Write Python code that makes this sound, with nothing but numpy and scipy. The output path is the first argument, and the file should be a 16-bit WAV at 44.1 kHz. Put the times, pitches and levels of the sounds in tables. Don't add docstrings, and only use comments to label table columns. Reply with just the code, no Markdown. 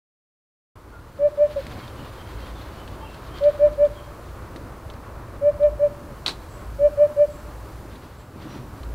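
import sys
import numpy as np
from scipy import signal
from scipy.fft import rfft, irfft, next_fast_len
from scipy.io import wavfile

SR = 44100
rng = np.random.default_rng(int(sys.argv[2]) if len(sys.argv) > 2 else 0)


def store_pcm(level_fs):
    pcm = np.round(np.clip(level_fs, -1, 1) * 32767).astype(np.int16)
    wavfile.write(sys.argv[1], SR, np.atleast_2d(pcm).T)


N = 394254

# (harmonic number, level [dB])
HOOT_HARMONICS = [(1, 0.5), (2, -41.5), (3, -39.5), (4, -41.5), (5, -52), (7, -59.5)]
FULL_HOOT_S, SCOOP_HZ_PER_S, DROOP_HZ = .102, 475, 12
WAVER_HZ, SHIMMER_DB = 1.2, .15
SHORT_DB_PER_S, SHORT_HZ_PER_S, SHORT_DROOP_HZ_PER_S = 190, 550, 800

def hoot(length_s, release_s, hz, db):
    t = seconds(length_s)
    crest_s, missing_s = length_s - release_s, FULL_HOOT_S - length_s
    rise = np.minimum(t / crest_s, 1)
    fall = np.clip((t - crest_s) / release_s, 0, 1)
    envelope = rise * np.cos(np.pi / 2 * fall) ** .87
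    gain = from_db(db - SHORT_DB_PER_S * missing_s + SHIMMER_DB * drift(140, len(t)))
    scoop = SCOOP_HZ_PER_S * np.maximum(crest_s - t, 0)
    droop = (DROOP_HZ + SHORT_DROOP_HZ_PER_S * missing_s) * fall ** 2
    pitch = hz - SHORT_HZ_PER_S * missing_s - scoop - droop + WAVER_HZ * drift(100, len(t))
    phase = 2 * np.pi * np.cumsum(pitch) / SR
    tone = sum(from_db(level) * np.sin(k * phase) for k, level in HOOT_HARMONICS)
    return envelope * gain * tone


# (start [s], level [dB], third hoot delay [s], third hoot length [s])
HOOT_PHRASES = [(1.186, -9.2, .371, .052), (3.404, -7.25, .372, .098), (5.409, -8.5, .379, .093),
                (6.785, -7.1, .375, .099)]
# (release [s], base pitch [Hz], level offset [dB])
HOOT_SHAPES = [(.032, 591.7, -.9), (.049, 594.6, 0), (.042, 593.9, -.3)]
SECOND_DELAY_S = .184

def hoopoe():
    out = np.zeros(N)
    for start, db, third_delay, third_length in HOOT_PHRASES:
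        timing = [(0, FULL_HOOT_S), (SECOND_DELAY_S, FULL_HOOT_S), (third_delay, third_length)]
        for (delay, length), (release, hz, offset_db) in zip(timing, HOOT_SHAPES):
            add(out, start + delay, hoot(length, release, hz, db + offset_db))
    return out


# (delay [s], level [dB])
TREE_REFLECTIONS = [(.03273, -21.5), (.06958, -27), (.07756, -25.5), (.13121, -33), (.17257, -36),
                    (.262, -36)]

def tree_echoes(x):
    out = np.zeros(N)
    for delay, db in TREE_REFLECTIONS:
        add(out, delay, from_db(db) * x)
    return out


def wood_reverb(x, t60_s, build_s):
    t = seconds(1.2)
    envelope = from_db(-60 * t / t60_s) * (1 - np.exp(-t / build_s))
    response = rng.standard_normal(len(t)) * envelope
    return signal.fftconvolve(x, response / np.linalg.norm(response))[:N]


# (frequency [Hz], density [dB])
SCATTER_SPECTRUM = [(150, -10.5), (400, -5), (1100, -6), (2200, -11), (3300, -7.5), (4200, -5.5),
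                    (5300, -15.5), (7000, -21.5), (9000, -21), (11000, -30.5), (15000, -37)]

def clicks(rows, crack_s, scatter_db, scatter_t60_s, modes=()):
    out, t = np.zeros(N), seconds(.3)
    for start, db, hz in rows:
        crack = t / crack_s * np.exp(1 - t / crack_s) * np.sin(2 * np.pi * hz * t)
        body = sum(from_db(level) * ring(t, f, t60) * rng.choice([-1, 1]) for f, level, t60 in modes)
        scatter = coloured(rng.standard_normal(len(t)), SCATTER_SPECTRUM)
        scatter *= from_db(scatter_db - 60 * t / scatter_t60_s)
        add(out, start, from_db(db) * (crack + body + scatter))
    return out


# (time [s], level [dB], pitch [Hz])
SNAP_CRACKS = [(6.2615, -15, 3180), (6.2631, -11.5, 4060), (6.269, -26, 3700), (6.2803, -11, 4070),
               (6.2922, -24, 4300), (6.310, -26.5, 4100)]
# (frequency [Hz], level [dB], t60 [s])
SNAP_RESONANCES = [(865, -33, .13), (1153, -31, .13), (2094, -34, .09), (2729, -36, .12), (3316, -31, .12),
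                   (3910, -31, .13), (3974, -29, .13), (4080, -25, .13), (4146, -28, .13), (4256, -28, .13),
                   (4425, -30, .13), (4598, -35, .13)]

def snap():
    direct = clicks(SNAP_CRACKS, crack_s=.0005, scatter_db=-14.5, scatter_t60_s=.14,
                    modes=SNAP_RESONANCES)
    return direct + from_db(-30) * wood_reverb(direct, t60_s=1.1, build_s=.02)


# (time [s], level [dB], pitch [Hz])
HANDLING_TICKS = [(1.667, -30.5, 2000), (1.879, -38, 3600), (2.614, -40, 3500), (2.878, -36, 3030),
                  (3.144, -37, 3070), (3.385, -33.5, 4400), (3.4385, -34.5, 3450), (3.8526, -39, 3480),
                  (4.5605, -32, 1890), (4.9007, -34, 3500), (4.938, -43, 4630), (5.6325, -40, 3600),
                  (7.9567, -40.5, 3660), (8.8327, -37, 3100)]
# (time [s], level [dB], pitch [Hz])
HANDLING_BUMPS = [(1.662, -38, 240), (4.560, -38, 330), (4.605, -39, 290), (8.455, -35, 310),
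                  (8.595, -30, 125)]

def handling():
    ticks = clicks(HANDLING_TICKS, crack_s=.00035, scatter_db=-8, scatter_t60_s=.05)
    bumps = clicks(HANDLING_BUMPS, crack_s=.007, scatter_db=-34, scatter_t60_s=.05)
    return ticks + bumps


# (start [s], length [s], pitch [Hz], level [dB])
CHIRPS = [(.92, .075, 1410, -47), (1.70, .065, 745, -41), (1.72, .18, 2160, -54), (3.0, .055, 890, -37.5),
          (3.02, .1, 2740, -49), (3.30, .11, 3160, -49.5), (3.94, .08, 3180, -51), (6.48, .11, 7750, -57.5),
          (7.27, .13, 7750, -58.5), (8.16, .07, 7600, -62), (8.47, .09, 5800, -57)]
GLIDE_SHARE, WARBLE_SHARE = .03, .022
RUN_START_S, RUN_STEP_S, RUN_NOTE_S, RUN_HZ, RUN_SPREAD, RUN_DB = 1.77, .2, .08, 3150, .045, -51.5

def songbirds():
    run = []
    for k, (late, high) in enumerate(rng.standard_normal((7, 2))):
        start = RUN_START_S + RUN_STEP_S * (k + late / 10)
        run.append((start, RUN_NOTE_S, RUN_HZ * (1 + RUN_SPREAD * high), RUN_DB))
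    out = np.zeros(N)
    for start, length, hz, db in list(CHIRPS) + run:
        t = seconds(length)
        pitch = hz * (1 + GLIDE_SHARE * (.5 - t / length) + WARBLE_SHARE * drift(260, len(t)))
        envelope = from_db(db) * np.sin(np.pi * t / length)
        add(out, start, envelope * np.sin(2 * np.pi * np.cumsum(pitch) / SR))
    return out


# (centre [s], length [s], level [dB])
RUB_SWELLS = [(1.64, 0.24, -48.5), (1.85, 0.31, -50.5), (2.4, 0.19, -48), (2.55, 2.0, -52.5),
              (3.44, 0.19, -51), (4.91, 0.052, -62), (8.05, 0.26, -54), (8.5, 0.14, -47)]
# (frequency [Hz], density [dB])
RUSTLE_SPECTRUM = [(150, -25.5), (500, 0), (1500, 3.5), (2500, -1.5), (3400, -1.5), (4400, -3), (5600, -13),
                   (8000, -19), (15000, -19.5), (18000, -51)]

def rustling(grains_per_s=900, grain_spread_db=3, soft_share=.78):
    sizes = from_db(grain_spread_db * np.minimum(rng.exponential(1, N), 4)) * rng.choice([-1, 1], N)
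    grain_chance = grains_per_s * from_db(4 * drift(40)) / SR
    crackle = coloured(sizes * (rng.random(N) < grain_chance), RUSTLE_SPECTRUM)
    soft = air_noise(RUSTLE_SPECTRUM, flutter_db=3, rate_hz=45)
    texture = np.sqrt(soft_share) * soft + np.sqrt(1 - soft_share) * crackle
    return swells(RUB_SWELLS, rest_db=-68) * texture


# (time [s], level [dB])
WIND_STRENGTH = [(1.2, -0.5), (1.75, 1), (3.3, 0.5), (4.3, 0), (8.2, -.5), (8.46, 1), (8.94, -0.5)]
# (frequency [Hz], density [dB])
RUMBLE_SPECTRUM = [(5, -31.5), (15, -9), (30, -8), (42, -9), (55, -5), (68, -3.5), (82, -2), (100, -3),
                   (125, -6), (160, -13.5), (240, -17.5), (500, -56.5), (1500, -110)]
TREE_SPECTRUM = [(80, -20), (150, -13), (220, -9.5), (320, 1.5), (420, -2.5), (560, -0.5), (760, -6),
                 (1100, -3), (1450, -8.5), (2000, -17.5), (2800, -25.5), (4500, -38), (8000, -69.5)]
HISS_SPECTRUM = [(1000, 1), (2500, 1.5), (3500, -2.5), (4400, -0.5), (5200, -3), (7000, -4), (10000, -5),
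                 (14500, -6), (16000, -8.5), (18000, -42)]

def wind():
    strength_db = np.interp(np.arange(N) / SR, *np.transpose(WIND_STRENGTH))
    rumble = from_db(strength_db - 41) * air_noise(RUMBLE_SPECTRUM, flutter_db=1, rate_hz=12)
    trees = from_db(strength_db - 43.5) * air_noise(TREE_SPECTRUM, flutter_db=.92, rate_hz=16)
    hiss = from_db(-56) * air_noise(HISS_SPECTRUM, flutter_db=1, rate_hz=.94)
    return rumble + trees + hiss


# (centre [s], level [dB])
BOOM_SWELLS = [(2.42, -36), (3.76, -37.5), (5.06, -40), (5.68, -40.5), (6.8, -37.5), (7.58, -38.5),
               (8.86, -36)]
# (centre [s], length [s], level [dB])
GUST_SWELLS = [(1.7, 0.18, -55), (2.6, 1.8, -54.5), (4.6, .15, -46), (6.05, 0.17, -44.5), (7.99, 0.18, -43),
               (8.52, 0.31, -41.5)]
# (frequency [Hz], density [dB])
BOOM_SPECTRUM = [(25, -58), (38, -22), (48, -3.5), (55, 9.5), (62, -3), (80, -32.5), (160, -100)]
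GUST_SPECTRUM = [(30, -42), (70, -20.5), (130, 4), (200, -2.5), (290, 3), (400, -7.5), (600, -15),
                 (1000, -18), (3000, -51), (6000, -100)]

def gusts(boom_s=.25):
    boom_gain = swells([(centre, boom_s, db) for centre, db in BOOM_SWELLS], rest_db=-45)
    boom = boom_gain * air_noise(BOOM_SPECTRUM, flutter_db=1, rate_hz=8)
    gust = swells(GUST_SWELLS, rest_db=-53.5) * air_noise(GUST_SPECTRUM, flutter_db=4, rate_hz=25)
    return boom + gust


# (frequency [Hz], side relative to mid [dB])
STEREO_WIDTH = [(40, -39), (125, -36), (320, -30), (1100, -28), (2200, -17), (4200, -15), (6000, -13.5),
                (9000, -11), (15000, -11)]

def air_noise(spectrum, flutter_db, rate_hz):
    padded = next_fast_len(N, True)
    mid, side = rfft(rng.standard_normal((2, padded))) * bin_gains(spectrum, padded)
    side *= bin_gains(STEREO_WIDTH, padded)
    stereo = irfft([mid + side, mid - side], padded)[:, :N]
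    return rms_one(stereo) * from_db(flutter_db * drift(rate_hz))


OPEN_S, FADE_IN_S, FADE_IN_DB = .7546, 1, -6.5
DIP_AT_S, DIP_HALF_S, DIP_DB = 8.27, .52, -5

def background_gain():
    t = np.arange(N) / SR
    opening = np.clip(1 - (t - OPEN_S) / FADE_IN_S, 0, 1)
    dip = np.maximum(1 - np.abs(t - DIP_AT_S) / DIP_HALF_S, 0)
    return from_db(FADE_IN_DB * opening + DIP_DB * dip)


def swells(rows, rest_db):
    t = np.arange(N) / SR
    power = sum(from_db(db) ** 2 * .5 ** ((2 * (t - centre) / length) ** 2)
                for centre, length, db in rows)
    return np.sqrt(from_db(rest_db) ** 2 + power)


def from_db(db):
    return 10 ** (np.asarray(db) / 20)


def rms_one(x):
    return x / np.sqrt(np.mean(x ** 2) + 1e-20)


def seconds(length_s):
    return np.arange(int(length_s * SR)) / SR


def add(out, start_s, sound):
    i = int(start_s * SR)
    out[i:i + len(sound)] += sound[:N - i]


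def drift(rate_hz, size=N):
    knots = rng.standard_normal(int(size / SR * rate_hz) + 3)
    return np.interp(np.arange(size) / SR * rate_hz, np.arange(len(knots)), knots) * np.sqrt(3 / 2)


def ring(t, hz, t60_s):
    return np.sin(2 * np.pi * hz * t) * from_db(-60 * t / t60_s)


def bin_gains(spectrum, size):
    hz, db = np.transpose(spectrum)
    bin_hz = np.maximum(np.fft.rfftfreq(size, 1 / SR), 1)
    return from_db(np.interp(np.log(bin_hz), np.log(hz), db))


def coloured(x, spectrum):
    padded = next_fast_len(len(x), True)
    return rms_one(irfft(rfft(x, padded) * bin_gains(spectrum, padded), padded)[:len(x)])


def panned(x, pan_db, lag_s=0):
    t = np.arange(N) / SR
    return np.array([from_db(sign * pan_db / 2) * np.interp(t + sign * lag_s / 2, t, x)
                     for sign in (1, -1)])


def scene():
    hoots, song = hoopoe(), songbirds()
    echoes = tree_echoes(hoots) + from_db(-30) * wood_reverb(hoots, t60_s=1.3, build_s=.015)
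    far = from_db(-.5) * song + from_db(-2.5) * wood_reverb(song, t60_s=.49, build_s=.0051)
    birds = panned(from_db(-.3) * hoots + echoes + far, pan_db=-.1)
    close = panned(handling() + snap(), pan_db=.1, lag_s=3e-6)
    background = (wind() + gusts() + rustling()) * background_gain()
    return birds + close + background


CUTOFF_HZ = 15650

def record(dry):
    gate = np.clip((np.arange(N) / SR - OPEN_S) / .004, 0, 1)
    low_pass = signal.ellip(10, .1, 90, CUTOFF_HZ, fs=SR, output="sos")
    return signal.sosfilt(low_pass, dry * gate)


dry = scene()
out = record(dry)
store_pcm(out)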